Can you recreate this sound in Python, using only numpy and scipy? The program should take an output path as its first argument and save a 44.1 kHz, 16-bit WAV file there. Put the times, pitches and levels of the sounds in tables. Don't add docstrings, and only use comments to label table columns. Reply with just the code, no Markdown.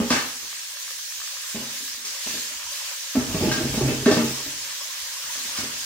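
import sys
import numpy as np
from scipy import signal
from scipy.fft import rfft, irfft, next_fast_len
from scipy.io import wavfile
from scipy.ndimage import uniform_filter1d, map_coordinates

SR = 44100
rng = np.random.default_rng(int(sys.argv[2]) if len(sys.argv) > 2 else 0)


def transcribe(u):
    v = np.clip(np.atleast_2d(u).T, -1, 1)
    q = np.round(v * 32767).astype(np.int16)
    wavfile.write(sys.argv[1], SR, q)


N = 258337


def amp(db):
    return 10 ** (np.asarray(db) / 20)


def unit(x):
    return x / np.sqrt(np.mean(x ** 2) + 1e-20)


def along(points, hz):
    f, v = np.transpose(points)
    return np.interp(np.log(hz + 1), np.log(f + 1), v)


def curves(rows):
    s, *cols = np.transpose(rows)
    t = np.arange(N) / SR
    ends_early = s[-1] < N / SR - .05
    return [np.interp(t, s, c, -120, -120 if ends_early else c[-1]) for c in cols]


def wobble(rate):
    knots = rng.standard_normal(int(N * rate / SR) + 4)
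    return map_coordinates(knots, [np.arange(N) * rate / SR])


def filtered(x, response):
    m = next_fast_len(x.shape[-1] + SR // 2)
    spectrum = rfft(x, m) * response(np.fft.rfftfreq(m, 1 / SR))
    return irfft(spectrum, m)[..., :x.shape[-1]]


def add(track, s, sound):
    part = track[round(s * SR):][:len(sound)]
    part += sound[:len(part)]


def patchy_noise(patchy_db):
    z = signal.stft(rng.standard_normal((2, N + 512)), nperseg=512)[2]
    field = uniform_filter1d(rng.standard_normal(z.shape[1:]), 6, 0)
    field = uniform_filter1d(field, 8, 1)
    return signal.istft(z * amp(patchy_db * unit(field)), nperseg=512)[1][:, :N]


def grains(count, hz, spread, cycles, scatter_db, rise, size):
    draw = rng.random((count, 3))
    pitch = np.clip(hz * np.exp(spread * rng.standard_normal((count, 1))), 200, 15000)
    turns = pitch * np.arange(size) / SR
    body = np.sin(2 * np.pi * turns * (1 + rise * turns / cycles))
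    body = body * np.exp(-turns / cycles) * (1 - np.exp(-2 * turns))
    loudness = amp(-scatter_db * np.log(draw[:, :1] + 0.006))
    body = body * loudness * np.hanning(2 * size)[size:]
    start = (draw[:, 1:2] * (N - size)).astype(int)
    at = start + np.arange(size) + (draw[:, 2:] > .5) * (N + size)
    both = np.bincount(at.ravel(), body.ravel(), 2 * (N + size))
    return unit(both.reshape(2, -1)[:, :N])


def whitened(pair):
    hz, power = signal.welch(pair, SR, nperseg=256)
    return unit(filtered(pair, lambda f: np.interp(f, hz, power.mean(0)) ** -.5))


def spread_out(pair, spectrum, alike):
    def mid_side(hz):
        turn = np.arccos(np.clip(along(alike, hz), -1, 1)) / 2
        return amp(along(spectrum, hz)) * [np.cos(turn), np.sin(turn)]

    mid, side = filtered(pair, mid_side)
    return np.array([mid + side, mid - side]) * np.sqrt(2 / (np.var(mid) + np.var(side)))


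def favour(hz, centre_hz, boost_db, width):
    return boost_db * (np.exp(-.5 * (np.log(hz / centre_hz) / width) ** 2) - 1)


def ring(modes, tilt_db, attack, damp, drift, t):
    hz, db, t60 = np.transpose(modes)[..., None]
    luck = rng.standard_normal((len(modes), 3))
    phase = 2 * np.pi * hz * (1 + drift * luck[:, 2:]) * t + 1.61 * luck[:, 1:2]
    level_db = db + tilt_db + 2 * luck[:, :1] - 60 * t / (t60 * damp)
    tones = amp(level_db) * np.sin(phase)
    return tones.sum(0) * (1 - np.exp(-t / attack))


# t/s, spray level/dB, bubbling level/dB
JET_LEVELS = [(0, -38, -43), (.1, -35.5, -41.5), (.43, -37, -50), (1.0, -36.5, -52), (1.4, -37, -48),
              (1.65, -34, -43.5), (1.88, -35.5, -52), (2.04, -38, -50), (2.07, -35, -46),
              (2.28, -33, -45.5), (2.68, -36.5, -46.5), (2.73, -34.5, -45.5), (2.93, -35, -43),
              (3.0, -36.5, -48), (3.25, -34.5, -42), (3.5, -34, -37.5), (3.7, -35, -41.5),
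              (4.04, -33.5, -43.5), (4.8, -34.5, -46), (5.25, -35, -46), (5.56, -33, -41), (5.68, -35, -46),
              (5.858, -35, -46)]
# f/Hz, relative level/dB
SPRAY_COLOUR = [(750, -39), (1200, -36), (1600, -9), (2100, -10), (2700, -9), (3300, -7), (4800, -4),
                (6500, -3.5), (7500, -7), (8800, -10.5), (11000, -22), (14000, -34)]
AIR_COLOUR = [(5500, -39), (7500, -4), (8600, -11), (9600, 7), (11000, 4.5), (12300, 6), (13500, 4),
              (14500, 8.5), (15700, 5)]
GURGLE_COLOUR = [(220, -54), (380, -39.5), (551, -6), (661, -15.5), (856, -10.5), (958, -3.5), (1430, -5.5),
                 (1580, -5), (2050, -8), (3000, -2.5), (3900, -12), (6600, -120)]
# f/Hz, correlation (1 = the same)
WATER_LIKENESS = [(400, 1), (1000, 0.28), (4000, 0.073), (8000, 0.05), (15000, 0.046)]
# f/Hz, left minus right level/dB
WATER_LEAN = [(60, -34), (150, 0), (380, -3), (950, 1.5), (2380, 1), (5980, -1.5), (15000, -2)]
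AIR_DB, AIR_FOLLOWS = -42, 0.81


def tap():
    spray_db, bubble_db = curves(JET_LEVELS)
    air_db = AIR_DB + AIR_FOLLOWS * (spray_db - spray_db.mean())
    waver_db = 0.66 * wobble(6.1) + 0.45 * wobble(15)
    fizz = whitened(grains(count=30000, hz=5360, spread=0.54, cycles=1.1, scatter_db=2, rise=0.028, size=64))
    bubbles = whitened(grains(count=4000, hz=1212, spread=0.408, cycles=2.86, scatter_db=2.5,
                              rise=0.065, size=600))
    spray = spread_out(0.34 * fizz + unit(patchy_noise(1.54)), SPRAY_COLOUR, WATER_LIKENESS)
    air = spread_out(0.31 * fizz + unit(patchy_noise(3.3)), AIR_COLOUR, WATER_LIKENESS)
    gurgle = spread_out(0.53 * bubbles + 1.15 * unit(patchy_noise(2.36)), GURGLE_COLOUR, WATER_LIKENESS)
    water = amp(spray_db + waver_db) * spray
    water = water + amp(air_db + 1.05 * waver_db + 0.26 * wobble(9.6)) * air
    water = water + amp(bubble_db + 1.0 * wobble(5.87)) * gurgle
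    return filtered(water, lambda hz: amp(along(WATER_LEAN, hz) * [[.5], [-.5]]))


# t/s, thud level/dB, favoured f/Hz, thud t60/s (held to 0.015 or more),
# ring of the draining board under the thud/dB
KNOCK_EVENTS = [(0, -7.5, 226, 0.06, -29), (.106, -7.5, 251, 0.027, -28), (.134, -20, 241, 0.028, -29),
                (.426, -46, 267, .035, -17), (1.545, -19.5, 225, 0.066, -26),
                (1.599, -26.5, 239, 0.017, -33), (1.802, -43.5, 255, 0.023, -31),
                (1.976, -55, 249, .04, -35), (2.264, -29.5, 243, .02, -29), (2.335, -26, 256, 0.036, -26),
                (2.516, -54, 262, 0.038, -34), (3.152, -8.5, 282, 0.073, -41),
                (3.166, -6, 247.5, 0.11, -26), (3.301, -23.5, 334, 0.025, -14),
                (3.343, -9, 169, 0.055, -32), (3.408, -11, 248, 0.034, -19),
                (3.422, -10.5, 300, .035, -18.5), (3.434, -12.5, 395, 0.039, -15.5),
                (3.453, -9, 230, 0.043, -26), (3.473, -12, 327, 0.031, -28), (3.484, -13, 222, 0.05, -26),
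                (3.499, -18.5, 336, 0.061, -11), (3.574, -17.5, 268, .03, -16),
                (3.604, -14.5, 321, .074, -16), (3.644, -14.5, 244, 0.055, -17),
                (3.702, -31, 237, 0.061, -19), (3.738, -15, 240, 0.045, -20),
                (3.774, -10.5, 228.5, 0.079, -30), (3.809, -9, 370, 0.071, -12),
                (3.849, -12.5, 253, 0.028, -19), (3.881, -9, 267, 0.071, -19),
                (3.92, -18.5, 370, 0.026, -14), (3.952, -48, 235, 0.035, -20),
                (4.023, -22.5, 403, 0.11, -4.5), (4.061, -1, 238, 0.051, -34), (4.077, -4, 408, 0.099, -34),
                (4.114, 0.5, 296, 0.014, -33), (4.17, -8, 220, 0.029, -33), (4.239, -18, 394, 0.031, -20),
                (4.299, -26, 349, 0.036, -21), (4.378, -35, 408, .05, -34), (4.459, -33, 288, 0.075, -17),
                (5.238, -64, 242, .04, 4), (5.375, -42.5, 261, 0.038, -36), (5.45, -44.5, 257, 0.04, -30),
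                (5.585, -28.5, 258, 0.024, -17), (5.629, -30, 215, 0.055, -23)]
# f/Hz, relative level/dB, free t60/s
BASIN_MODES = [(48.5, 8, 0.14), (64.6, 8, 0.47), (95, 9.5, 0.26), (133.8, 2, 0.77), (151.8, -1, 0.21),
               (176.2, -8, 0.26), (190.2, -5.5, 0.17), (230, 2, 0.37), (249.3, -2, 0.58), (273.2, 2, 0.24),
               (310.3, -1.5, 0.46), (341.6, -3.5, 0.3), (395.4, -2.5, 0.22), (404.8, -0.5, 0.27),
               (421, -5, 0.53), (472.4, -4.5, 0.45), (538.5, -7.5, 0.4), (619.8, 0, 0.23),
               (652.5, -5.5, 0.2), (698, -10.5, 0.11), (757, -8, 0.13), (811, -10, 0.35), (857, -11.5, 0.5)]
FULL_DB = -10
COUNTER_DB, FLOOR_DB, WALLS_DB = -33, -16.5, -20.5
COUNTER_GAIN, FLOOR_GAIN, WALLS_GAIN = 0.23, 0.32, 0.21
BOARD_DB, COUNTER_WITH_BOARD = -22, 0.46
CONTACT_SHARE = 0.067


def knocks():
    out, t = np.zeros(N), np.arange(SR * 6 // 10) / SR
    hz = np.array(BASIN_MODES)[:, :1]
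    for s, db, centre_hz, t60, board_db in KNOCK_EVENTS:
        t60 = max(t60, .015)
        gentle_db = FULL_DB - db
        rise = CONTACT_SHARE * t60
        counter_db = COUNTER_DB + COUNTER_GAIN * gentle_db + COUNTER_WITH_BOARD * (board_db - BOARD_DB)
        floor_db = FLOOR_DB + FLOOR_GAIN * gentle_db + favour(hz, centre_hz, 6.4, 0.081)
        walls_db = WALLS_DB + WALLS_GAIN * gentle_db
        tilt_db = np.select([hz < 110, hz < 160, hz > 450], [counter_db, board_db, walls_db], floor_db)
        thud = amp(-60 * t / t60) * (1 - np.exp(-t / rise)) * np.sin(2 * np.pi * centre_hz * t)
        add(out, s, amp(db) * (thud + ring(BASIN_MODES, tilt_db, rise, 0.83, 0.013, t)))
    return out


# t/s, reference level/dB, favoured f/Hz, treble level/dB and clink level/dB
CLATTER_EVENTS = [(.0004, -24.5, 1225, -23, -5), (.103, -11, 1140, -0.2, -16), (0.1245, -14, 1650, -13, -9),
                  (0.1602, -18.5, 1130, -3, -23), (1.558, -31.5, 2930, -7, 2),
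                  (2.047, -33.5, 2240, 13.5, -18), (2.2684, -27.5, 2400, -4, -15),
                  (3.153, -21.5, 1150, -26, -19), (3.344, -28.5, 1127, -5, -2),
                  (3.514, -16, 1602, 2.5, 0.5), (3.5841, -25.5, 1650, -8, -13), (3.739, -24.5, 926, -4, -3),
                  (3.809, -25.5, 1154, -11, -5), (3.8798, -23, 2750, -5, -19),
                  (4.0576, -13, 1580, -6.5, -18), (4.1112, -15, 1550, 3, -5), (4.1682, -17, 1208, -19, -19),
                  (5.3538, -31, 1130, -6, -13), (5.5746, -25.5, 2170, 8.5, -4),
                  (5.6247, -39, 2170, 9.5, -14)]
# f/Hz, relative level/dB, free t60/s
RIM_MODES = [(1030, -13, 0.06), (1186, 1, 0.12), (1263, -12.5, 0.42), (1574, 0.5, 0.15),
             (1648, -12.5, 0.065), (1816, -12.5, 0.8), (2208, -4.5, 0.26), (2470, -8, 0.31),
             (2637, -5, 0.46), (2644, -10, 0.73), (3955, -13.5, 0.27)]
RATTLE_T60_S, RIM_DAMP = 0.16, 0.19


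def clatter():
    out, t = np.zeros(N), np.arange(SR // 2) / SR
    hz = np.array(RIM_MODES)[:, :1]
    for s, db, centre_hz, treble_db, clink_db in CLATTER_EVENTS:
        bounces = np.interp(t, np.linspace(0, t[-1], num=70), rng.standard_normal(size=70))
        rattle = rng.standard_normal(len(t)) * amp(1.84 * bounces)
        rattle = rattle * amp(-60 * t / RATTLE_T60_S) * (1 - np.exp(-t / 0.0012))
        colour = [(350, -6.5), (800, -3), (2500, -5.0),
                  (5000, treble_db - 1.5), (8000, treble_db - 9), (14000, treble_db - 26.5)]
        rattle = filtered(rattle, lambda f: amp(along(colour, f)))
        tilt_db = np.where(hz > 3000, treble_db - 10, favour(hz, centre_hz, 8.0, 0.26))
        rim = ring(RIM_MODES, tilt_db, 0.0018, RIM_DAMP, 0.0118, t)
        add(out, s, amp(db - 1.5) * rim + amp(db + 4) * rattle)
        clink = (1 - np.exp(-t / 0.0025)) * np.sin(2 * np.pi * centre_hz * t)
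        add(out, s, amp(db + clink_db - 60 * t / 0.062) * clink)
    return out


def basin_response(f):
    total = 0
    for k, (c, db, t60) in enumerate(BASIN_MODES):
        resonance = 1j * f * (4.5 / t60) / (c * c - f * f + 1j * f * 0.79 / t60)
        total = total + (-1) ** k * amp(db) * resonance
    return total


# t/s, level/dB before smoothing
DRAG_STROKES = [
    [(3.25, -39), (3.324, -31), (3.588, -34.5), (4.05, -40)],
    [(4.3, -74), (4.372, -42.5), (4.636, -64), (4.7, -75)],
    [(5.2, -74), (5.288, -59), (5.414, -57), (5.588, -45), (5.74, -50), (5.858, -58)],
]


def drag():
    slips = rng.standard_normal(N) * amp(2.4 * wobble(32))
    strength = sum(amp(curves(rows)[0]) for rows in DRAG_STROKES)
    strength = uniform_filter1d(strength, 1500)
    return filtered(strength * slips, basin_response) / np.std(filtered(slips, basin_response))


def patter():
    drive = amp(8.8 * wobble(6.5)) * rng.standard_normal(N)
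    shaken = filtered(drive, lambda f: basin_response(f) * amp(favour(f + 1, 241, 22, 0.12)))
    return amp(-73.5) * unit(shaken)


# t/s, level/dB before decay, nominal f/Hz
PLOP_EVENTS = [(.755, -48, 577), (.904, -47, 532), (2.144, -41, 1120), (2.507, -41.5, 610),
               (2.665, -36, 970), (2.714, -40, 1070), (2.714, -46, 577), (4.703, -45, 1130),
               (4.806, -35, 1074), (4.855, -47, 620), (4.899, -39, 1040), (5.163, -36, 1084),
               (5.234, -43, 1185), (5.299, -37.5, 970), (5.405, -44, 1120)]


def plops():
    out, t = np.zeros(N), np.arange(SR // 16) / SR
    for s, db, hz in PLOP_EVENTS:
        tone = np.sin(2 * np.pi * hz * t * (.95 + 3 * t))
        add(out, s, amp(db - 60 * t / 0.097) * (1 - np.exp(-t / 0.002)) * tone)
    return out


# t/s, level/dB before decay
DRIP_EVENTS = [(.499, -34), (.528, -21.5), (.634, -30), (.69, -36), (0.77, -25), (.878, -23.5), (.891, -26),
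               (0.906, -24), (0.992, -26), (1.122, -26), (1.201, -23), (1.216, -18.5), (1.275, -23),
               (1.368, -21.5), (1.466, -28), (1.88, -23), (1.946, -28), (2.597, -34), (2.627, -22),
               (2.711, -29), (5.101, -33), (5.353, -20)]
DRIP_HZ, DRIP_SCATTER = 1230, 0.045


def drips():
    out, t = np.zeros(N), np.arange(SR // 50) / SR
    for s, db in DRIP_EVENTS:
        hz = DRIP_HZ * (1 + DRIP_SCATTER * rng.standard_normal())
        tick = 0.5 * np.sin(2 * np.pi * hz * t) + 0.64 * np.sin(2 * np.pi * 1.406 * hz * t)
        add(out, s, amp(db - 60 * t / 0.013) * (1 - np.exp(-t / 0.00099)) * tick)
    return out


# f/Hz, t60/s
TILE_DECAY = [(60, 0.29), (250, 0.48), (1000, 0.51), (4000, 0.44), (12000, 0.25)]


def room_tail():
    hz, t, z = signal.stft(rng.standard_normal((2, SR * 3 // 4)), SR, nperseg=256)
    share = along([(50, 1.0), (130, 0.41), (350, 0.24), (900, 0.98)], hz)[:, None]
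    z = np.array([z[0] + share * z[1], z[0] - share * z[1]])
    z = z * amp(-60 * t / along(TILE_DECAY, hz)[:, None])
    tail = signal.istft(z, SR, nperseg=256)[1]
    return tail / np.linalg.norm(tail[0])


REDRAW_S = .15


def kitchen(x):
    step = round(REDRAW_S * SR)
    x = np.pad(x, (step, 2 * step))
    out = np.zeros((2, N + 4 * step + SR))
    fade = signal.windows.hann(2 * step, False)
    for at in range(0, N + step, step):
        stretch = x[at:at + 2 * step] * fade
        answer = signal.fftconvolve(stretch[None], room_tail(), axes=1)
        out[:, at + 300:][:, :answer.shape[1]] += answer
    return out[:, step:step + N]


# f/Hz, relative level/dB
RUMBLE_COLOUR = [(12, -64), (20, -34), (35, -9), (49, 3), (124, -6), (188, -60), (217, -35), (282, -25),
                 (347, -45), (450, -11), (580, -33), (990, -120)]


def rumble():
    noise = spread_out(patchy_noise(5.2), RUMBLE_COLOUR, [(30, 1.0), (400, 0.39)])
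    return amp(-70 + 1 * wobble(3.9)) * noise


LEAD = 68e-6


def ports(x):
    return filtered(x, lambda hz: np.exp(2j * np.pi * hz * LEAD * np.array([[.5], [-.5]])))


def scene():
    low = knocks() + drag() + patter()
    high = clatter()
    drops = plops() + drips()
    direct = low * amp([[-.6], [.6]]) + high * amp([[-3.5], [-3]]) + drops * amp([[.8], [-.8]])
    room = amp(-5.5) * kitchen(low) + amp(-0.5) * kitchen(high + amp(-5) * drops)
    return ports(direct + tap()) + room + rumble()


TOP_HZ = 15800


def record(dry):
    return filtered(dry, lambda hz: (hz < TOP_HZ) * (1j * hz / (38 + 1j * hz)) ** 3)


dry = scene()
out = record(dry)
transcribe(out)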